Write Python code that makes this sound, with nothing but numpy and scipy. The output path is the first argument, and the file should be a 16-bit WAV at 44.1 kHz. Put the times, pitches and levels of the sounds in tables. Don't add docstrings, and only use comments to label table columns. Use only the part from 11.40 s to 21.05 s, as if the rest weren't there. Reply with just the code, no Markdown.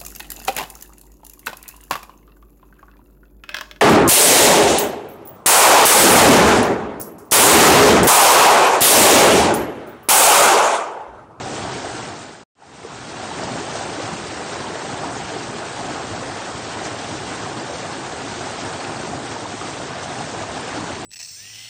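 import sys
import numpy as np
from scipy import signal
from scipy.fft import rfft, irfft
from scipy.io import wavfile
from scipy.ndimage import uniform_filter1d

SR = 44100
rng = np.random.default_rng(int(sys.argv[2]) if len(sys.argv) > 2 else 0)


def natural_amplitude(level_db):
    exponent = np.asarray(level_db, float) / 20
    return 10 ** exponent


def unload_wav(signal):
    wavfile.write(
        sys.argv[1],
        SR,
        np.round(np.clip(np.atleast_2d(signal).T, -1, 1) * 32767).astype(np.int16),
    )


N = 425565
CUT_S, BACK_S = 1.034, 1.152


def evened(x):
    return x / np.sqrt(np.mean(np.abs(x) ** 2) + 1e-20)


def read(points, hz):
    at_hz, value = np.transpose(points)
    return np.interp(np.log(hz + 1), np.log(at_hz + 1), value)


def add(mix, start_s, sound):
    part = mix[round(start_s * SR):][:len(sound)]
    part += sound[:len(part)]


def blotches(shape, bins, frames):
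    hills = rng.standard_normal(shape[::-1]).T
    for _ in range(2):
        hills = uniform_filter1d(hills, bins, 0)
        hills = uniform_filter1d(hills, frames, 1)
    return evened(hills)


def bubble(hz, cycles, rise):
    turns = np.arange(int(3 * cycles * SR / hz)) * hz / SR
    age = turns / cycles
    ring = np.sin(2 * np.pi * turns * (1 + rise * np.minimum(age, 2)))
    return ring * np.exp(-2.3 * age) * (1 - np.exp(-turns / 0.9))


def foam(per_s, spread_db, cycles):
    out = np.zeros(N)
    for hz in np.geomspace(90, 9000, num=30):
        where = rng.random(size=8000)
        size = np.minimum(rng.exponential(1, size=8000), 5)
        count = int(per_s * np.sqrt(hz / 1000) * N / SR)
        bursts = np.bincount((where[:count] * N).astype(int), natural_amplitude(spread_db * size[:count]), N)
        ringing = signal.oaconvolve(bursts, bubble(hz, cycles, rise=0.08))[:N]
        out += np.sqrt(hz) * evened(ringing)
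    return out


# time in seconds, level in dB.
STRENGTH = [(0, -0.7), (.6, 1.3), (1.6, 0.9), (2.2, 1), (2.8, 0.5), (3.3, 0.1), (4.0, 0), (5.0, -0.2),
            (5.6, .3), (6.7, -0.5), (7.4, 0.6), (7.9, -.5), (9.2, .1), (9.65, -1)]
# time in seconds, swell in dB, centre pitch in Hz.
SURGES = [(0.0, 4, 80), (0.13, 2.5, 8000), (0.25, 1.7, 1010), (0.26, 3, 80), (0.55, 1.2, 8000),
          (0.57, 1, 3180), (0.57, 2.5, 80), (0.6, 1.9, 1130), (1.45, 0, 450), (1.87, 3, 570),
          (1.95, 0.5, 80), (2.12, 1.5, 250), (2.36, 1, 5050), (2.37, 0.5, 800), (2.59, 1.5, 400),
          (2.73, 3.6, 140), (3.22, 1.5, 1130), (3.23, 1.1, 2840), (3.65, 3.5, 900), (3.77, 3.5, 80),
          (3.97, 2.5, 360), (4.46, 3, 800), (4.74, 2.5, 80), (5.45, 1.3, 8000), (5.69, 3, 4010),
          (5.72, 2.1, 160), (6.31, 2.0, 570), (7.73, 3.5, 130), (9.44, 5, 230), (9.59, 2.4, 90)]
# time in seconds, dip in dB, centre pitch in Hz.
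LULLS = [(0.11, -3.5, 90), (1.57, -1.5, 710), (2.57, -5.5, 90), (2.83, -1.5, 900), (3.04, 0, 180),
         (3.27, -2.2, 110), (3.399, -6, 160), (3.64, -1.5, 80), (3.71, -4, 2840), (3.85, -4.5, 450),
         (4.05, -1, 80), (4.12, -1.4, 1130), (4.3, -3, 320), (4.63, -2.9, 80), (5.03, -0.5, 140),
         (5.58, -3, 80), (6.15, -1, 400), (6.42, -3, 320), (6.84, -2.5, 640), (7.13, -2.7, 280),
         (7.59, -1.5, 80), (7.84, -1.7, 1010), (7.84, -0.5, 3570), (7.87, -1, 280), (8.17, -2, 90),
         (8.34, 0, 140), (8.55, -3.5, 8000), (8.61, -3, 320), (9.65, -1, 900), (9.65, -0.8, 2840)]
# frequency in Hz, depth in dB.
HEAVE = [(140, 1.3), (370, .9), (850, 1), (2500, 0.52)]


def surges(hz, t):
    width_s, width_octaves, depth = 0.039, 0.55, 1.3
    centre_s, db, centre_hz = np.transpose(list(SURGES) + list(LULLS))
    octaves_off = np.log2((hz[:, None] + 1) / centre_hz)
    band = np.exp(-0.5 * (octaves_off / width_octaves) ** 2)
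    swell = np.exp(-0.5 * ((t - centre_s[:, None]) / width_s) ** 2)
    at_hz, depth_db = np.transpose(HEAVE)
    shares = np.array([np.interp(np.log(hz + 1), np.log(at_hz), row) for row in np.diag(depth_db)])
    heave = blotches((len(HEAVE), len(t)), bins=1, frames=22)
    flow_db = np.interp(t, *np.transpose(STRENGTH))
    return flow_db + depth * (band * db) @ swell + shares.T @ heave


# frequency in Hz, density in dB per Hz.
COLOUR = [(18, -52), (30, -32.5), (51, -12.5), (112, -1), (205, -4), (254, -1), (373, -0.5), (535, -4),
          (748, -0.5), (1020, -5.5), (1570, -7.5), (2150, -12.5), (8450, -18.5), (9300, -24.5),
          (12100, -48.5), (20500, -120)]


def cascade():
    water_db = -28
    grid = dict(nperseg=512, noverlap=384)
    hz, t, near = signal.stft(foam(per_s=90, spread_db=1.0, cycles=6.93), SR, **grid)
    near_power = uniform_filter1d(np.mean(np.abs(near) ** 2, 1), size=5)
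    near = near / np.sqrt(near_power)[:, None]
    far = evened(signal.stft(rng.standard_normal(N), SR, **grid)[2])
    near_share = read([(100, 0.16), (500, 0.34), (2000, 0.41), (8000, 0.55)], hz)
    near_share = np.clip(near_share, 0, 1)[:, None]
    splash = blotches(far.shape, bins=60, frames=5)
    throb = blotches(far.shape, bins=120, frames=20)
    patches = blotches(far.shape, bins=4, frames=12)
    splash_db = read([(200, 0.26), (1000, 0.34), (5000, 0.83)], hz)[:, None]
    field_db = 0.87 * surges(hz, t) + splash_db * splash + 0.27 * throb + 0.42 * patches
    water = np.sqrt(near_share) * near + np.sqrt(1 - near_share) * far
    flat = signal.istft(water * natural_amplitude(field_db), SR, **grid)[1][:N]
    colour = natural_amplitude(read(COLOUR, np.fft.rfftfreq(N, 1 / SR)))
    return natural_amplitude(water_db) * evened(irfft(rfft(flat) * colour, N))


# start in seconds, level in dB, pitch in Hz.
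GULPS = [(0.058, -24, 745), (0.25, -18.5, 694), (0.446, -20, 660), (0.598, -22.5, 894), (1.187, -47, 806),
         (1.222, -36.5, 835), (1.914, -21, 850), (1.995, -21, 815), (2.354, -19, 670), (2.41, -20, 717),
         (2.599, -24, 526), (3.203, -24, 990), (3.242, -22, 950), (3.447, -22.5, 600), (3.644, -21, 920),
         (3.963, -20.5, 720), (4.443, -27, 756), (5.37, -22, 930), (5.415, -23, 710), (6.296, -21.5, 570),
         (6.722, -23.5, 700), (7.008, -21, 720), (7.072, -21.5, 814), (7.733, -19, 730), (7.962, -22, 890),
         (8.056, -20, 910), (8.553, -21.5, 664), (8.807, -18.5, 770), (9.169, -21, 760), (9.441, -20, 1033)]
# start in seconds, level in dB, pitch in Hz.
GLUGS = [(1.448, -23.5, 432), (2.106, -24.5, 243), (2.136, -31, 155), (2.207, -20.5, 392),
         (2.578, -26, 323), (2.725, -29.5, 171), (2.924, -24, 325), (3.959, -19.5, 364), (4.146, -22, 418),
         (6.855, -27.5, 303), (7.635, -20, 358), (7.706, -31, 328), (8.138, -24, 265), (8.937, -21, 467)]
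# start in seconds, level in dB, pitch in Hz, pitch rise as a share.
GLIDES = [
    (1.232, -39, 800, 0),
    (6.262, -25, 863, -0.13),
    (6.345, -25.5, 480, 0.16),
    (6.445, -24, 642, .08),
    (6.966, -26.5, 319, .16),
    (8.945, -27.5, 635, 0.041),
]


def gulps():
    out = np.zeros(N)
    for table, rise, lift_db in ((GULPS, 0.019, 5.0), (GLUGS, 0.04, 4.0)):
        for start_s, db, hz in table:
            add(out, start_s, natural_amplitude(db + lift_db) * bubble(hz, cycles=7.1, rise=rise))
    for start_s, db, hz, rise in GLIDES:
        add(out, start_s, natural_amplitude(db + 2.5) * bubble(hz, cycles=14, rise=rise))
    return out


# start in seconds, level in dB, pitch in Hz.
TICKS = [(0.136, -30.5, 6700), (0.165, -28, 3000), (0.38, -30, 4630), (0.551, -33, 2730),
         (0.593, -26, 1480), (0.792, -32, 7110), (0.951, -32, 1600), (1.431, -35, 2050),
         (2.036, -25.5, 5300), (2.374, -35, 6459), (3.222, -33, 3273), (3.269, -27.5, 3100),
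         (3.775, -26, 6300), (4.435, -29, 7407), (4.815, -29, 7235), (5.447, -31, 5684), (5.453, -28, 7350),
         (6.197, -25.5, 4800), (6.889, -31.5, 4651), (7.006, -30, 6500), (7.29, -30, 5857),
         (7.4, -28, 4392), (7.448, -22.5, 2530), (8.213, -17, 1220), (8.63, -27, 6000), (9.208, -29, 8850),
         (9.23, -30, 5040)]


def ticks():
    out = np.zeros(N)
    for start_s, db, hz in TICKS:
        add(out, start_s, natural_amplitude(db + 3.0) * bubble(hz, cycles=3 + 0.004 * hz, rise=0.014))
    return out


# start in seconds, peak in dB.
SPLASHES = [(0.535, -27), (0.7926, -27), (2.036, -21), (2.35, -20), (3.219, -27), (5.4385, -21),
            (5.951, -25), (6.194, -25.5), (7.0079, -19.5), (7.2894, -23), (7.401, -25), (8.007, -24),
            (8.629, -18), (9.2094, -27.5)]


def splashes():
    out, t = np.zeros(N), np.arange(3000) / SR
    envelope = (1 - np.exp(-t / 0.004)) * np.exp(-t / 0.018)
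    for start_s, db in SPLASHES:
        hiss = evened(np.diff(uniform_filter1d(rng.standard_normal(len(t) + 1), size=3)))
        add(out, start_s, natural_amplitude(db - 11) * hiss * envelope)
    return out


def strays():
    per_s, level_db, low_hz, high_hz = 5, -32, 450, 1047
    out, rows = np.zeros(N), rng.random((200, 4))
    for when, size, glide, loud in rows[:int(per_s * N / SR)]:
        hz = low_hz * (high_hz / low_hz) ** size
        pocket = bubble(hz, cycles=8, rise=0.13 * glide - 0.04)
        add(out, when * N / SR, natural_amplitude(level_db + 5.5 + 4 * loud) * pocket)
    return out


def scene():
    t = np.arange(N) / SR
    fade_out = 1 - 1.24 * (t - 0.37)
    fade_in = 1.12 * (t - BACK_S)
    fader = np.clip(np.where(t < BACK_S, fade_out, fade_in), 0, 1)
    water = fader * (cascade() + strays())
    return (water + gulps() + ticks() + splashes())[None]


# frequency in Hz, step in dB.
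STEP = [(500, -15.5), (2000, -7.5), (4000, -1.05), (7000, 2.5), (9000, 3.5)]


def camera_rounding(x, size=1024, count=440, order=8):
    n, k = np.arange(2 * size) + 0.5, np.arange(count) + 0.5
    window = np.sin(np.pi * n / (2 * size))[:, None]
    basis = window * np.cos(np.pi / size * np.outer(n + size / 2, k))
    padded = np.pad(x, (size, 2 * size))
    lines = np.lib.stride_tricks.sliding_window_view(padded, 2 * size)[::size].copy() @ basis
    hz = k * SR / (2 * size)
    local_power = uniform_filter1d(uniform_filter1d(lines ** 2, size=60, axis=1), size=3, axis=0)
    mask = np.sqrt(np.abs(local_power) + 1e-14)
    starved = np.repeat(rng.exponential(1, (len(lines), count // order)), order, axis=1)
    step = mask * natural_amplitude(read(STEP, hz) + 2.6 * starved)
    lines = np.sign(lines) * step * np.floor(np.abs(lines) / step + 0.4)
    edge_hz = 9284 - 210 * uniform_filter1d(rng.exponential(1, len(lines)), size=2)
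    lines = lines * (hz < edge_hz[:, None])
    halves = (lines @ basis.T) * 2 / size
    return (halves[1:, :size] + halves[:-1, size:]).ravel()[:len(x)]


def silence_gate():
    since_s = np.arange(N) / SR - CUT_S
    drop = natural_amplitude(-5500 * np.clip(since_s, 0, 1))
    tail = natural_amplitude(-40) * (1 - since_s / 0.026)
    return np.where(since_s > BACK_S - CUT_S, 1, np.clip(drop + tail, 0, 1))


def roll_off(x):
    return signal.sosfilt(signal.butter(12, 9670, fs=SR, output="sos"), x)


def record(dry):
    mix = silence_gate() * camera_rounding(dry[0])[None]
    return roll_off(mix)


dry = scene()
out = record(dry)
unload_wav(out)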